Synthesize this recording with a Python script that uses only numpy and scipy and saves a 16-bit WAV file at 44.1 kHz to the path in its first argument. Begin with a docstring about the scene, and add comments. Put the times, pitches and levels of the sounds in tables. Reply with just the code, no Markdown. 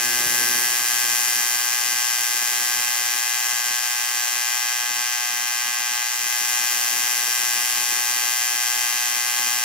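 """An AC TIG arc buzzes on aluminium, close by in a workshop. The current reverses twice a cycle and
each reversal snaps like a tiny spark: a hard, bright buzz that the bench and walls scatter.
The arc hisses between the snaps; a low hum and a few soft bumps open the scene, then the bass sinks
and flutters. One control, how fiercely the arc burns, rides sizzle, rasp, hiss and bass: the arc
calms towards the middle, sputters once and picks up again."""
import sys
import numpy as np
from scipy import signal
from scipy.fft import rfft, irfft, next_fast_len
from scipy.io import wavfile
from scipy.ndimage import uniform_filter1d

SR = 44100
rng = np.random.default_rng(int(sys.argv[2]) if len(sys.argv) > 2 else 0)


def int16_out(signal):
    """Quantize to a 16-bit WAV file."""
    q = np.round(np.clip(np.atleast_2d(signal).T, -1, 1) * 32767)
    wavfile.write(sys.argv[1], SR, q.astype(np.int16))


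N = 425124
ARC_HZ, TOP_HZ = 120.775, 15800
FIRST_SNAP_S = .00065
NEGATIVE_SHARE = .6972  # part of each cycle in which the electrode is negative


# body of the buzz as bench and room pass it, before the low cut: harmonic, left level/dB, right level/dB
BUZZ_BODY = [(1, -82.5, -94), (2, -69.5, -72), (3, -54, -54), (4, -57.5, -66), (5, -55, -70),
             (6, -43.5, -50), (7, -50, -39.5), (8, -70, -54), (9, -44.5, -42.5), (10, -49.5, -42),
             (11, -50, -52.5), (12, -67, -49), (13, -37.5, -36), (14, -40, -34), (15, -47, -85.5),
             (16, -43, -35.5), (17, -36.5, -39), (18, -47, -61), (19, -50, -52.5), (20, -38.5, -42),
             (21, -48, -39), (22, -48.5, -42), (23, -40.5, -43.5), (24, -44.5, -45), (25, -82, -61),
             (26, -41.5, -39.5), (27, -47.5, -43.5), (28, -57, -50), (29, -47, -48), (30, -49, -48)]
# treble EQ of one snap: f/Hz, left level/dB, right level/dB
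SNAP_EQ = [(3440, -46, -46), (4190, -49, -52), (4780, -47, -45), (5330, -41.5, -54.5), (5880, -38, -41),
           (6140, -42.5, -52.5), (7660, -43, -47), (7350, -49, -57), (8460, -53.5, -51.5),
           (10200, -50, -51.5), (11900, -48, -50), (13100, -54, -53), (14500, -50, -53.5),
           (15700, -47.5, -55)]
# stereo image, as the lead of the left microphone: f/Hz, phase/rad
LEFT_LEAD = [(720, -1.33), (900, -0.8), (1200, -1), (1550, 0.95), (2100, 0.7), (3100, 0.5), (4800, 1),
             (5600, 1.8), (7200, 2), (8500, 1), (12000, 0.05), (14400, 2.5), (16000, 1.8)]

def buzz(t, waver_db=1.29, low_cut_hz=480):
    """The arc's train of snaps, built a cycle at a time as channels x harmonics x cycles."""
    hz = np.arange(1, int(TOP_HZ / ARC_HZ) + 1)[:, None] * ARC_HZ
    starts = np.arange(int(N / SR * ARC_HZ) + 2) / ARC_HZ
    shape = (2, len(hz), len(starts))
    partials = snaps(hz, starts) * reflections(hz, shape)
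    # standing waves set the low harmonics one by one; higher up the snap's own colour rules
    gain = undb(spectrum(SNAP_EQ, hz))
    count = len(BUZZ_BODY)
    body_mean = np.abs(partials[:, :count]).mean(axis=2, keepdims=True)
    gain[:, :count] = undb(np.transpose(BUZZ_BODY)[1:, :, None]) / body_mean
    ride_db = registers_db(hz, starts) + waver_db * drift(shape, 25.5, ARC_HZ)
    partials = partials * gain * undb(ride_db)
    partials /= np.hypot(1, (low_cut_hz / hz) ** 6)  # the snaps are too short to carry much bass
    partials[1] *= np.exp(-1j * spectrum(LEFT_LEAD, hz)[0])
    points = 2048  # per cycle
    cycles = irfft(np.pad(partials, ((0, 0), (1, 0), (0, 0))), points, axis=1) * points / np.sqrt(2)
    channels = cycles.transpose(0, 2, 1).reshape(2, -1)
    return np.array([np.interp(t * ARC_HZ * points, np.arange(len(c)), c) for c in channels])


def snaps(hz, starts, second_db=-2.5, scatter_db=0.69, base_jitter_s=2.6e-6, suction_rad=0.48):
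    """The arc relights at each reversal; the uneven spacing of the two snaps combs the harmonics."""
    size = undb(scatter_db * rng.standard_normal((2, len(starts))))
    # the fiercer the arc, the looser its timing
    late = base_jitter_s * rng.standard_normal((2, len(starts))) * undb(.75 * sizzle(starts))
    first = size[0] * np.exp(-2j * np.pi * hz * (FIRST_SNAP_S + late[0]))
    second = size[1] * np.exp(-2j * np.pi * hz * (FIRST_SNAP_S + NEGATIVE_SHARE / ARC_HZ + late[1]))
    # each snap is a push of air followed by a suction
    return (first + undb(second_db) * second) * np.exp(1j * suction_rad)


# steady metallic rings in the rasp: f/Hz, boost/dB
METAL_RINGS = [(3140, 9), (4830, 3), (5677, 1), (6039, 3), (6763, 1), (7247, 2), (10387, 2.5), (11594, 2.5),
               (11957, 1.5)]

def reflections(hz, shape, scramble_rad=0.48, sway_db=-17, sway_hz=3, ring_width_hz=50):
    """Echoes off bench and walls pile up, giving each harmonic its own phase and level."""
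    turn, uneven_db = rng.standard_normal((2, *shape[:2], 1))
    apart = np.minimum(hz / 4000, 1)  # long waves reach both channels alike
    turn = apart * turn + np.sqrt(1 - apart ** 2) * rng.standard_normal(hz.shape)
    rings_db = sum(db * bell(hz, centre, ring_width_hz) for centre, db in METAL_RINGS)
    still = np.exp(1j * scramble_rad * turn) * undb(uneven_db + rings_db)
    # paths off the moving hands and torch change, the more so for short waves
    sway = drift(shape, sway_hz, ARC_HZ) + 1j * drift(shape, sway_hz, ARC_HZ)
    return still + undb(sway_db) * np.sqrt(hz / 8000) * sway


# master fader for how fiercely the arc burns: t/s, level/dB
SIZZLE_RIDE = [(0, 0.5), (.35, 5), (.8, 2.3), (1.25, 3), (2, 0.4), (2.5, 1.6), (3.1, -.5), (4.3, -1.7),
               (4.9, -3.5), (6, -3.4), (6.5, 0.4), (7.2, 1.5), (8.05, 0.8), (8.6, 0), (9.64, 0.1)]

def sizzle(t):
    """Fierceness of the arc in dB; a layer follows it by its own slope, in dB per dB."""
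    return np.interp(t, *np.transpose(SIZZLE_RIDE))


def swell(t, peak_s=0.37, width_s=0.32):
    """The opening swell, 0 to 1."""
    return bell(t, peak_s, width_s)


def registers_db(hz, t, swell_db=2.4, choke_db=-2.5, choke_lag_s=.045, choke_s=0.088, wander_db=0.33):
    """Moving EQ: the body swells once and chokes after a sputter; bass, rasp and top follow the arc."""
    choke = choke_db * sum(bell(t, s + choke_lag_s, choke_s) for s, _, _ in POOL_SPUTTERS)
    body = swell_db * swell(t) + choke
    rasp = .5 + 0.36 * sizzle(t)
    low = np.clip((720 - hz) / 240, 0, 1)
    upper = np.clip((hz - 3200) / 2000, 0, 1)
    top = np.clip((hz - 7300) / 1800, 0, 1)
    db = body + low * sizzle(t) + upper * (rasp - body) + top * (sizzle(t) - rasp)
    return db + nasal_db(hz, t, upper) + hollow_db(hz, t) + wander_db * drift(t.shape, 3, ARC_HZ)


def nasal_db(hz, t, upper, centre_hz=1680, width_hz=260):
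    """A nasal ring stands over its neighbours in the opening swell, then slowly sinks."""
    emphasis = 2.8 * swell(t) - 0.33 * t
    return emphasis * (bell(hz, centre_hz, width_hz) - 0.55 * (1 - upper))


def hollow_db(hz, t, notch_hz=7900, width_hz=2200, comb_hz=3600, below_db=-2.5, slope=0.57):
    """A calm arc turns slightly hollow: a notch between two peaks, as from a very short reflection."""
    depth = slope * np.minimum(sizzle(t) - below_db, 0)
    return depth * bell(hz, notch_hz, width_hz) * np.cos(2 * np.pi * (hz - notch_hz) / comb_hz)


# EQ of the gas hiss: f/Hz, left relative level/dB, right relative level/dB
HISS_EQ = [(400, -53, -58), (750, -51.5, -51.5), (1300, -52, -51.5), (1900, -48.7, -48.2),
           (3100, -48.5, -48.3), (3700, -51.6, -51.8), (4700, -49, -50), (5900, -46, -48),
           (7300, -47, -49.5), (8600, -49.7, -50.5), (12000, -49.5, -50.3), (13500, -51.6, -52.6),
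           (15500, -51.8, -53)]

def hiss(t, base_db=-27, slope=0.55, rise_s=0.0017, tail_s=0.0013):
    """Plasma and shielding gas hiss, surging around each reversal."""
    surge = 1
    for share, size in ((0, 0.79), (NEGATIVE_SHARE, 0.66)):
        since = ((t - FIRST_SNAP_S) * ARC_HZ - share) % 1 / ARC_HZ
        surge = surge + size * (np.exp(-since / tail_s) + np.exp((since - 1 / ARC_HZ) / rise_s))
    flicker_db = -0.1 * drift((N,), 140, SR) + 0.77 * drift((N,), 39, SR)
    noise = unit(colour(rng.standard_normal((2, N)) * surge * undb(flicker_db), HISS_EQ, low_hz=680))
    # the airy top rises and falls with the sizzle, and flickers by itself
    air = colour(noise, [(7000, -40), (10000, 0)], low_hz=3000)
    air_db = 0.092 * sizzle(t) + .5 * drift((N,), 40, SR)
    return (noise + air * (undb(air_db) - 1)) * undb(base_db + slope * sizzle(t))


# spit from the weld pool: t/s, level/dB, half-width/s
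POOL_SPUTTERS = [(6.125, -34.5, .022)]

def sputters(t):
    """A short, rough burst from the molten pool."""
    eq = [(700, -3), (2000, 0), (4000, -12), (12000, -30)]
    noise = unit(colour(rng.standard_normal((2, N)), eq, low_hz=600))
    return noise * sum(undb(db) * np.exp(-((t - s) / width) ** 2) for s, db, width in POOL_SPUTTERS)


# voicing of the hum: harmonic, relative level/dB
HUM_PARTIALS = [(1, -11.5), (2, -3.5), (3, 0), (4, -6), (5, -2)]
# spells in which its second harmonic stands out: start t/s, end t/s, base level/dB
HUM_DRONES = [(4.8, 5.957, -66.5), (8.93, 9.6, -67)]

def hum(t, opening_db=-47, opening_end_s=0.63, later_db=-63, slope=2.3, waver_db=2):
    """Low harmonics of the welding current, strong at first, then faint and following the arc."""
    opening = until(t, opening_end_s)
    level_db = opening * opening_db + (1 - opening) * (later_db + slope * sizzle(t))
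    drone = sum(undb(db) * (until(t, end) - until(t, start)) for start, end, db in HUM_DRONES)
    out = 0
    for k, db in HUM_PARTIALS:
        size = (undb(level_db + db) + (k == 2) * drone) * undb(waver_db * drift((N,), 22, SR))
        out = out + np.sqrt(2) * size * np.sin(2 * np.pi * (k * ARC_HZ * t + rng.random()))
    return out


# soft bumps under the opening: t/s, level/dB, f/Hz
SOFT_BUMPS = [(.068, -48, 75), (.152, -46, 50), (.258, -40, 140), (.275, -45, 60), (.382, -48, 65),
              (.69, -49, 65)]

def bumps(t, decay_s=0.0062):
    """Dull, heavily damped thuds."""
    out = np.zeros(N)
    for s, db, hz in SOFT_BUMPS:
        age = np.maximum(t - s, 0)
        out += undb(db) * np.sin(2 * np.pi * hz * age) * age / decay_s * np.exp(1 - age / decay_s)
    return out


# EQ of the low bed: f/Hz, relative level/dB
RUMBLE_EQ = [(20, -12), (60, -6), (95, -2.5), (135, 0), (175, 0), (280, 1.5), (400, 1), (600, -1),
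             (1000, -44)]

def rumble(t, base_db=-54, slope=1.3, swell_db=5, pops_per_s=45, pop_db=-1, width=0.88):
    """A wide, low rush under the arc, dotted with soft pops."""
    pops = (rng.random(N) < pops_per_s / SR) * rng.standard_normal((2, N))
    mid, side = rng.standard_normal((2, N)) + undb(pop_db) * unit(pops)
    noise = colour(mid + width * np.array([side, -side]), RUMBLE_EQ, low_hz=18)
    return unit(noise) * undb(base_db + slope * sizzle(t) + swell_db * swell(t))


def flutter(t, spread_db=3, slope=0.3, slow_hz=9, quick_hz=32):
    """After the opening the bass lifts and drops out unevenly, most when the arc is calm."""
    wobble = unit(drift((N,), slow_hz, SR) + drift((N,), quick_hz, SR))
    depth_db = (spread_db - slope * sizzle(t)) * (1 - swell(t))
    return undb(depth_db * np.minimum(wobble, 1))  # dips go further than lifts


def suppress(x, threshold_db=-70, floor_db=-15, centre_hz=161, width_hz=76):
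    """A noise suppressor ducks bass bands whenever they fall under a threshold."""
    frames = dict(nperseg=2048, noverlap=1536)
    hz, _, bins = signal.stft(x, SR, **frames)
    power = uniform_filter1d((np.abs(bins) ** 2).mean(axis=0), size=3, axis=0)
    over = (power / undb(threshold_db) ** 2) ** 2
    gain = undb(floor_db * bell(hz[:, None], centre_hz, width_hz) / (1 + over))
    return signal.istft(bins * gain, SR, **frames)[1][:, :N]


def undb(db):
    """Decibels to gain."""
    return 10 ** (np.asarray(db) / 20)


def unit(x):
    """Scale to rms 1."""
    return x / np.sqrt(np.mean(x ** 2))


def bell(x, centre, width):
    """A smooth hump of height 1."""
    return np.exp(-.5 * ((x - centre) / width) ** 2)


def until(t, end_s, release_s=0.031):
    """1 up to end_s, then a quick fade to 0."""
    return np.clip(1 - (t - end_s) / release_s, 0, 1)


def spectrum(table, hz):
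    """The columns of a frequency table, read on a log axis."""
    f, *columns = np.transpose(table)
    return np.array([np.interp(np.log(hz + 1e-9), np.log(f), c) for c in columns])


def colour(x, table, low_hz):
    """EQ by a table of f/Hz, level/dB, with a steep cut below low_hz."""
    size = next_fast_len(N, True)
    hz = np.fft.rfftfreq(size, 1 / SR)
    rise = (hz / low_hz) ** 4
    return irfft(rfft(x, size) * undb(spectrum(table, hz)) * rise / np.hypot(1, rise), size)[..., :N]


def drift(shape, rate_hz, step_hz):
    """Smooth random modulation of rms 1 along the last axis, sampled at step_hz."""
    size = next_fast_len(shape[-1], True)
    smoothing = np.exp(-(np.fft.rfftfreq(size, 1 / step_hz) / rate_hz) ** 2)
    return unit(irfft(rfft(rng.standard_normal(shape), size) * smoothing, size)[..., :shape[-1]])


def scene():
    """Buzz and hiss of the arc over the low sounds of the workshop."""
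    t = np.arange(N) / SR
    return buzz(t) + hiss(t) + (rumble(t) + hum(t)) * flutter(t) + bumps(t) + sputters(t)


def record(dry):
    """Master chain: duck faint bass, soft-clip the tallest snaps and cut the top steeply."""
    clean = suppress(dry)
    rounded = clean / (1 + (clean / .95) ** 8) ** (1 / 8)
    high_cut = signal.firwin(801, TOP_HZ, fs=SR, window=("kaiser", 8))
    return signal.fftconvolve(rounded, high_cut[None], "same", axes=1)


dry = scene()
out = record(dry)
int16_out(out)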